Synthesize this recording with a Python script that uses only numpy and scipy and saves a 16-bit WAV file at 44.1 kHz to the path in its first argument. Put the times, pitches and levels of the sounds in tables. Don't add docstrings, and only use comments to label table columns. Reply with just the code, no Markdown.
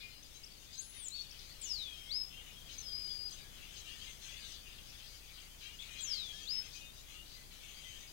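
import sys
import numpy as np
from scipy import signal
from scipy.fft import rfft, irfft
from scipy.io import wavfile
from scipy.ndimage import uniform_filter1d

SR = 44100
rng = np.random.default_rng(int(sys.argv[2]) if len(sys.argv) > 2 else 0)


def inscribe(sig):
    pcm = np.round(np.clip(np.atleast_2d(sig).T, -1, 1) * 32767)
    wavfile.write(sys.argv[1], SR, pcm.astype(np.int16))


N = 358091

# [f/Hz, gain/dB]
FLOCK_RANGE = [(900, -83), (1250, -65), (1450, -68), (1900, -62), (2500, -53.5), (3400, -48), (4000, -50.5),
               (4900, -51), (5600, -56), (6300, -51), (7300, -59), (9000, -61), (10500, -71), (12000, -100)]
# [f/Hz, f/Hz]
REGISTER_BORDERS = (3630, 5360)
# [t/s, length/s, low level/dB, middle level/dB, high level/dB]
BOUTS = [(0.0, 0.014, 12, 16.5, -7), (.05, 0.083, 2, -2, -6), (0.263, 0.13, -6, -6, -4),
         (0.604, 0.09, -6, -2, 3), (0.718, 0.14, -11, 3.5, 5.5), (0.926, .11, 2.5, 1.5, -4),
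         (1.148, 0.12, -8, 5, 2), (1.299, 0.28, -0.5, 2, -4.5), (1.608, 0.13, 0.5, 3, 8.5),
         (1.786, 0.36, -2.5, -2, 0), (2.29, 0.24, 1, -14, -5), (2.677, 0.2, 4.5, 5, 2.5),
         (2.9, 0.31, 0.5, 0.5, -5), (3.306, .15, 0, 2, 7), (3.516, .2, 4.5, -6, -1),
         (3.711, 0.12, 5, 6, 6.5), (3.846, 0.3, 3.5, 4.5, 6), (4.215, 0.37, 4, 5.5, 5.5),
         (4.646, 0.2, 6, -2, -3), (4.852, 0.21, 0.5, 4, 0), (5.043, 0.18, -3.5, 0, 0.5),
         (5.24, 0.23, -1, -2, -1.5), (5.604, .12, 7, 3, 2.5), (5.798, 0.16, 5, -4, 1),
         (5.918, 0.25, 6.5, 0.5, 2), (6.096, 0.38, 4, 5, 6), (6.494, 0.25, 4, 0, 0),
         (6.719, 0.096, 3.5, 7, 8), (6.95, .07, -15, -.3, 5), (7.08, 0.15, 3.5, -3, 1),
         (7.25, 0.18, -.3, 4.5, -2), (7.5, 0.14, 1.5, -3, -6), (7.614, 0.46, 4.5, -3, 5)]
MURMUR_DB, BOUT_ATTACK_S, BOUT_RELEASE_S = -4, 0.046, 0.12
DRIFT_DB, DRIFT_PER_S = 1.5, 9
FAR_T60_S, FAR_WET = .3, .7
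REED_T60_S, REED_DB = .38, -10

# [f/Hz, level/dB per Hz]
RUMBLE = [(8, -80.5), (20, -77.5), (30, -83.5), (42, -80), (75, -79.5), (105, -82.5), (200, -89),
          (400, -94), (700, -98), (1000, -103), (1500, -104), (9000, -108), (12000, -118)]
# [f/Hz, level/dB per Hz]
HISS = [(8, -82.5), (20, -83), (42, -100), (75, -100.5), (200, -99), (400, -101), (1000, -102.5),
        (5000, -103), (6200, -102), (8000, -103), (16000, -103)]
# [f/Hz, left level/dB, right level/dB, waver/dB]
HUM = [(29.97, -62, -64.1, 0), (59.94, -66, -68.2, 0), (89.9, -86, -87, 0), (119.9, -76, -78.5, 0),
       (149.9, -78.5, -80.5, 0), (179.8, -85, -86, 0), (299.7, -87, -88, 0), (5185.3, -88, -88, 2.2),
       (5244.9, -92, -92, 2.2), (5994, -90, -90, 2.2), (6053.7, -87.5, -87.5, 2.2),
       (6113.8, -83.5, -83.5, 2.2), (6173.7, -75, -76, 2.2), (7102.3, -90, -90, 2.2),
       (11357, -89, -86.5, 1), (12345.5, -93, -90.5, 1), (15731.6, -88, -82.5, 0)]
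# [t/s, rumble gain/dB, hiss gain/dB, hum gain/dB]
FLOOR_STEP = [(0, -3, -2.1, -3.6), (1.2, -3, -2.1, -3.6), (1.32, -1, -.6, -.8), (1.6, 0, 0, 0),
              (8.2, 0, 0, 0)]
TOP_HZ = 15790

# [t/s, length/s, start f/Hz, end f/Hz, level/dB]
NOTES = [(0.0, .12, 2450, 2420, -53), (.005, .13, 2140, 2090, -60), (.15, .065, 4940, 4920, -60),
         (.24, .035, 4920, 4890, -57), (.726, .03, 4915, 4840, -49), (.753, .105, 1600, 1560, -69),
         (.928, .065, 3740, 3650, -57), (.958, .05, 1860, 1840, -66), (1.197, .065, 2470, 2510, -63),
         (1.202, .055, 3700, 3780, -57), (1.646, .08, 2915, 2900, -57), (1.846, .105, 2550, 2475, -61),
         (1.911, .244, 5300, 5575, -63), (2.05, .155, 2130, 2205, -62), (2.315, .125, 2735, 2910, -55),
         (2.325, .1, 3110, 3210, -54), (2.434, .1, 3055, 2830, -56), (2.544, .105, 3315, 3180, -58),
         (2.7, .045, 3710, 3705, -59), (3.0, .025, 3150, 3050, -54), (2.878, .06, 3230, 3240, -52),
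         (3.392, .095, 1635, 1700, -66), (3.09, .03, 3250, 3450, -55), (3.41, .035, 4700, 4720, -55),
         (3.841, .125, 2735, 2900, -56), (3.901, .03, 3310, 3295, -49), (4.011, .03, 3200, 3200, -52),
         (4.061, .04, 3255, 3230, -50), (4.275, .125, 3355, 3465, -54), (4.42, .055, 1605, 1575, -64),
         (5.418, .06, 4630, 4630, -61), (5.637, .135, 2730, 2910, -55), (5.787, .03, 3290, 3310, -49),
         (5.792, .055, 3635, 3585, -53), (5.792, .07, 3420, 3390, -55), (5.872, .15, 2440, 2470, -59),
         (5.985, .04, 3550, 3555, -56), (5.985, .04, 3820, 3830, -55), (6.086, .125, 3295, 3170, -51),
         (6.316, .115, 1640, 1810, -64), (6.39, .03, 3420, 3480, -54), (6.72, .19, 2495, 2555, -59),
         (6.79, .085, 2810, 2800, -59), (6.795, .13, 3645, 3660, -57), (6.974, .045, 3775, 3775, -57),
         (7.129, .12, 2720, 2915, -55), (7.323, .065, 4760, 4845, -56), (7.333, .11, 2040, 2000, -64),
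         (7.668, .344, 3210, 3120, -56), (7.847, .055, 2040, 2025, -59)]
# [t/s, length/s, start f/Hz, end f/Hz, level/dB]
FLICKS = [(.229, 0.0085, 5740, 6700, -51.5), (.434, 0.017, 4710, 6040, -48.5),
          (.462, .016, 4600, 5370, -52), (.503, .012, 4500, 4520, -58), (.517, .01, 4550, 4900, -56),
          (.535, .01, 4600, 4900, -55), (.552, .007, 4570, 4740, -58), (.568, .006, 4500, 4500, -57),
          (.58, .007, 4420, 4500, -57), (1.083, .0045, 6750, 8750, -35.5), (1.089, .0048, 8800, 4200, -49),
          (1.219, 0.0075, 5400, 6260, -50), (1.309, 0.0078, 5130, 6070, -48),
          (1.391, .007, 5200, 6100, -50), (1.614, .0073, 7900, 9500, -42.5),
          (2.782, 0.013, 6250, 6080, -44), (2.8, 0.018, 6090, 6370, -46), (2.806, 0.019, 6000, 5300, -52),
          (3.308, 0.0076, 6100, 9100, -51), (3.315, .0063, 9100, 6000, -55),
          (5.788, 0.018, 3230, 3560, -45), (5.805, 0.0043, 3300, 3870, -42),
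          (5.822, .0053, 3450, 4020, -44), (6.006, .0071, 7660, 9760, -43.5),
          (8.075, 0.031, 4970, 4700, -53.5)]
# [t/s, length/s, start f/Hz, end f/Hz, level/dB, lean/dB per kHz]
NASAL = [(0.335, 0.061, 782, 800, -60, 0.5), (2.7, .065, 800, 813, -61, 1.8),
         (3.759, 0.064, 785, 825, -53.5, 3), (5.602, 0.099, 780, 807, -56, -3),
         (5.955, 0.088, 811, 833, -50, -1), (6.634, 0.045, 645, 638, -55.5, 0.3),
         (6.745, 0.048, 775, 790, -53, 1.5)]
# [f/Hz, gain/dB]
NOSE = [(2400, -16), (3250, -1.5), (4000, -1), (4800, -15.5), (5600, -10), (6450, 0.5), (7300, -17)]

# [t before end/s, f/Hz]
ARCH = ([(0, 6000), (.018, 6212), (.034, 6632), (.05, 8074), (.06, 9786), (.072, 10152), (.15, 10217)],
        [(.11, 9948), (.06, 8688), (.02, 7041), (.01, 6804), (0, 6782)])
SLUR = [(0, 3779), (.023, 4026), (.042, 4400), (.075, 4489)], [(.1, 4410), (0, 4440)]
SCOOP = ([(0, 7800), (.06, 5770), (.108, 5020), (.152, 4246), (.226, 3550), (.28, 3325), (.35, 3200)],
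         [(.176, 3210), (.156, 3500), (.136, 4560), (.118, 4950), (.085, 5210), (.06, 5250), (.02, 5130),
         (0, 5135)])
HELD = [(0, 6000), (.034, 5195), (.077, 5025), (.12, 4941), (.19, 5017)], [(.15, 4865), (.08, 4925),
        (0, 4900)]
PIP = [(0, 5900), (.003, 6190)], [(.034, 6319), (0, 6212)]
# [shape, start t/s, end t/s, pitch factor, level/dB, attack/s, release/s, second partial level/dB]
SONG = [(ARCH, .766, 1.084, 1, -35.5, .018, .008, -36), (SLUR, 1.1, 1.28, 1, -38, .02, .07, -30),
        (SCOOP, 1.622, 2.259, .993, -35.3, .004, .04, -31), (HELD, 2.8, 3.312, 1, -40.5, .085, .025, -26),
        (PIP, 3.323, 3.37, 1, -35, .003, .04, -30), (SCOOP, 6.014, 6.629, 1.008, -35, .004, .03, -31)]
# [f/Hz, gain/dB]
BEAK = [(3190, -18.5), (3310, -11), (3600, -6.5), (4300, -5), (5100, 0.5), (5900, -11), (6600, -4),
        (8100, -9.5), (9800, -14), (10200, -20)]
FADE_DB, THIRD_DB = -19, -40


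def undb(db):
    return 10 ** (np.asarray(db) / 20)


def unit(x):
    return x / np.sqrt(np.mean(x ** 2))


def columns(table):
    s, *rest = np.transpose(table)
    return [np.interp(np.arange(N) / SR, s, c) for c in rest]


def walk(rate):
    hold = int(SR / rate)
    steps = np.repeat(rng.standard_normal(N // hold + 1), hold)
    slewed = uniform_filter1d(uniform_filter1d(steps, hold), hold)
    return unit(slewed[:N])


def bin_hz():
    return np.arange(N // 2 + 1) * SR / N + 1


def tone_curve(points):
    hz, db = np.transpose(points)
    return undb(np.interp(np.log(bin_hz()), np.log(hz), db))


def coloured(points):
    spectrum = rfft(rng.standard_normal(N)) * tone_curve(points)
    return irfft(spectrum, N) * np.sqrt(SR / 2)


def echoes(x, t60, lumps_db=3):
    t = np.arange(SR) / SR
    decay = np.exp(-np.log(1000) * t / t60)
    onset = np.minimum(t / 0.017, 1)
    tail = rng.standard_normal(SR) * decay * onset * undb(lumps_db * walk(148)[:SR])
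    return signal.fftconvolve(x, tail / np.sqrt(np.sum(tail ** 2)))[:N]


def add(out, start, hz, gain, edge_s):
    i = int(start * SR)
    n = min(len(hz), N - i)
    t = np.arange(n) / SR
    edge = np.sin(np.pi / 2 * np.clip(np.minimum(t, t[-1] - t) / edge_s, 0, 1)) ** 2
    tone = gain * np.sin(2 * np.pi * np.cumsum(hz) / SR)
    out[i:i + n] += np.sqrt(2) * tone[:n] * edge


def flock(lo_hz=1100, hi_hz=10500, count=44):
    out, t = 0, np.arange(N) / SR
    for trill_hz in np.linspace(45, 220, num=count):
        draw = rng.random((1200, 5))
        lengths = .01 + .05 * draw[:, 0] ** 2
        ends = np.cumsum(lengths)
        note = np.minimum(np.searchsorted(ends, t), len(ends) - 1)
        remaining = (ends[note] - t) / lengths[note]
        pitch = lo_hz * (hi_hz / lo_hz) ** draw[:, 2]
        sweep = .004 / lengths * (draw[:, 3] - .5)
        trill = (draw[:, 1] < .7) * 0.05003
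        wobble = trill[note] * np.sin(2 * np.pi * trill_hz * t)
        hz = pitch[note] * (1 + sweep[note] * remaining + wobble)
        loudness = undb(5 * draw[:, 4] + 9 * draw[:, 4] ** 6)
        swell = loudness[note] * np.sin(np.pi * remaining)
        out = out + swell * np.sin(2 * np.pi * np.cumsum(hz) / SR)
    blurred = unit(echoes(out, FAR_T60_S))
    return FAR_WET * blurred + np.sqrt(1 - FAR_WET ** 2) * unit(out)


def swells():
    t = np.arange(N) / SR
    power = np.full((3, N), undb(MURMUR_DB) ** 2)
    for s, length, *db in BOUTS:
        rise = (t - s) / BOUT_ATTACK_S + .5
        fall = (s + length - t) / BOUT_RELEASE_S + .5
        shape = np.clip(np.minimum(rise, fall), 0, 1)
        power += np.outer(undb(db) ** 2, shape ** 2)
    return [np.sqrt(p) * undb(DRIFT_DB * walk(DRIFT_PER_S)) for p in power]


def chorus():
    spectrum = rfft(flock()) * tone_curve(FLOCK_RANGE)
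    middle, high = (np.clip(.5 + np.log2(bin_hz() / border) / 0.5, 0, 1) for border in REGISTER_BORDERS)
    shares = (1 - middle, middle - high, high)
    return sum(gain * irfft(spectrum * share, N) for gain, share in zip(swells(), shares))


def rumble():
    return undb(1.1 * walk(1.37)) * coloured(RUMBLE)


def hiss():
    return np.array([coloured(HISS), coloured(HISS)])


def hum():
    out, t, waver = 0, np.arange(N) / SR, walk(2.4)
    for hz, left_db, right_db, waver_db in HUM:
        tone = np.sqrt(2) * np.sin(2 * np.pi * (hz * t + rng.random())) * undb(waver_db * waver)
        out = out + tone * undb([[left_db], [right_db]])
    return out


def notes(table, edge_share, flutter_db, waver=0.0055, bend=1):
    out, pitch_walk, level_walk = np.zeros(N), walk(120), walk(70)
    for k, (s, length, hz0, hz1, db) in enumerate(table):
        n = int(length * SR)
        first = k * (N - n) // len(table)
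        own = slice(first, first + n)
        glide = hz0 + (hz1 - hz0) * np.linspace(0, 1, n) ** bend
        hz = glide * (1 + waver * pitch_walk[own])
        add(out, s, hz, undb(db + flutter_db * level_walk[own]), edge_share * length)
    return out


def single_notes():
    return notes(NOTES, .2, 2.6)


def flicks():
    return notes(FLICKS, 0.07, 1.9, bend=1.58)


def nasal():
    nose_hz, nose_db = np.transpose(NOSE)
    partials = []
    for s, length, hz0, hz1, db, lean_db in NASAL:
        for k in range(3, 11):
            if k * hz1 < nose_hz[-1]:
                lean = lean_db * (k * hz1 / 1000 - 4)
                level_db = db + np.interp(k * hz1, nose_hz, nose_db) + lean
                partials.append((s, length, k * hz0, k * hz1, level_db))
    return notes(partials, 0.32, 3.9, waver=0.0019)


def near_bird():
    out = np.zeros(N)
    tremor = 1 + .0025 * walk(150)
    flutter = undb(2.1 * walk(190))
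    beak_hz, beak_db = np.transpose(BEAK)
    for (opening, closing), start, end, factor, db, attack, release, second_db in SONG:
        t = np.arange(0, end - start, 1 / SR)
        s, hz = np.transpose(opening + [(end - start - before, f) for before, f in closing])
        log_hz = np.interp(t, s, np.log(hz))
        pitch = factor * np.exp(uniform_filter1d(log_hz, size=200, mode="nearest"))
        fade = np.clip(1 - t / attack, 0, 1) + np.clip(1 - (t[-1] - t) / release, 0, 1)
        level_db = db + np.interp(pitch, beak_hz, beak_db) + FADE_DB * fade
        for multiple, under_db in enumerate((0, second_db, THIRD_DB), start=1):
            f = multiple * pitch * tremor[int(start * SR):][:len(t)]
            in_band = f < .45 * SR
            add(out, start, f, undb(level_db + under_db) * in_band, .004)
    return out * flutter


def scene():
    rumble_db, hiss_db, hum_db = columns(FLOOR_STEP)
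    birds = single_notes() + flicks() + nasal() + near_bird()
    mic = birds + undb(REED_DB) * echoes(birds, REED_T60_S) + chorus()
    mic = mic + undb(rumble_db) * rumble()
    return np.array([mic, 0 * mic]) + undb(hiss_db) * hiss() + undb(hum_db) * hum()


def record(dry):
    return signal.sosfilt(signal.ellip(12, .1, 80, TOP_HZ, fs=SR, output="sos"), dry)


dry = scene()
out = record(dry)
inscribe(out)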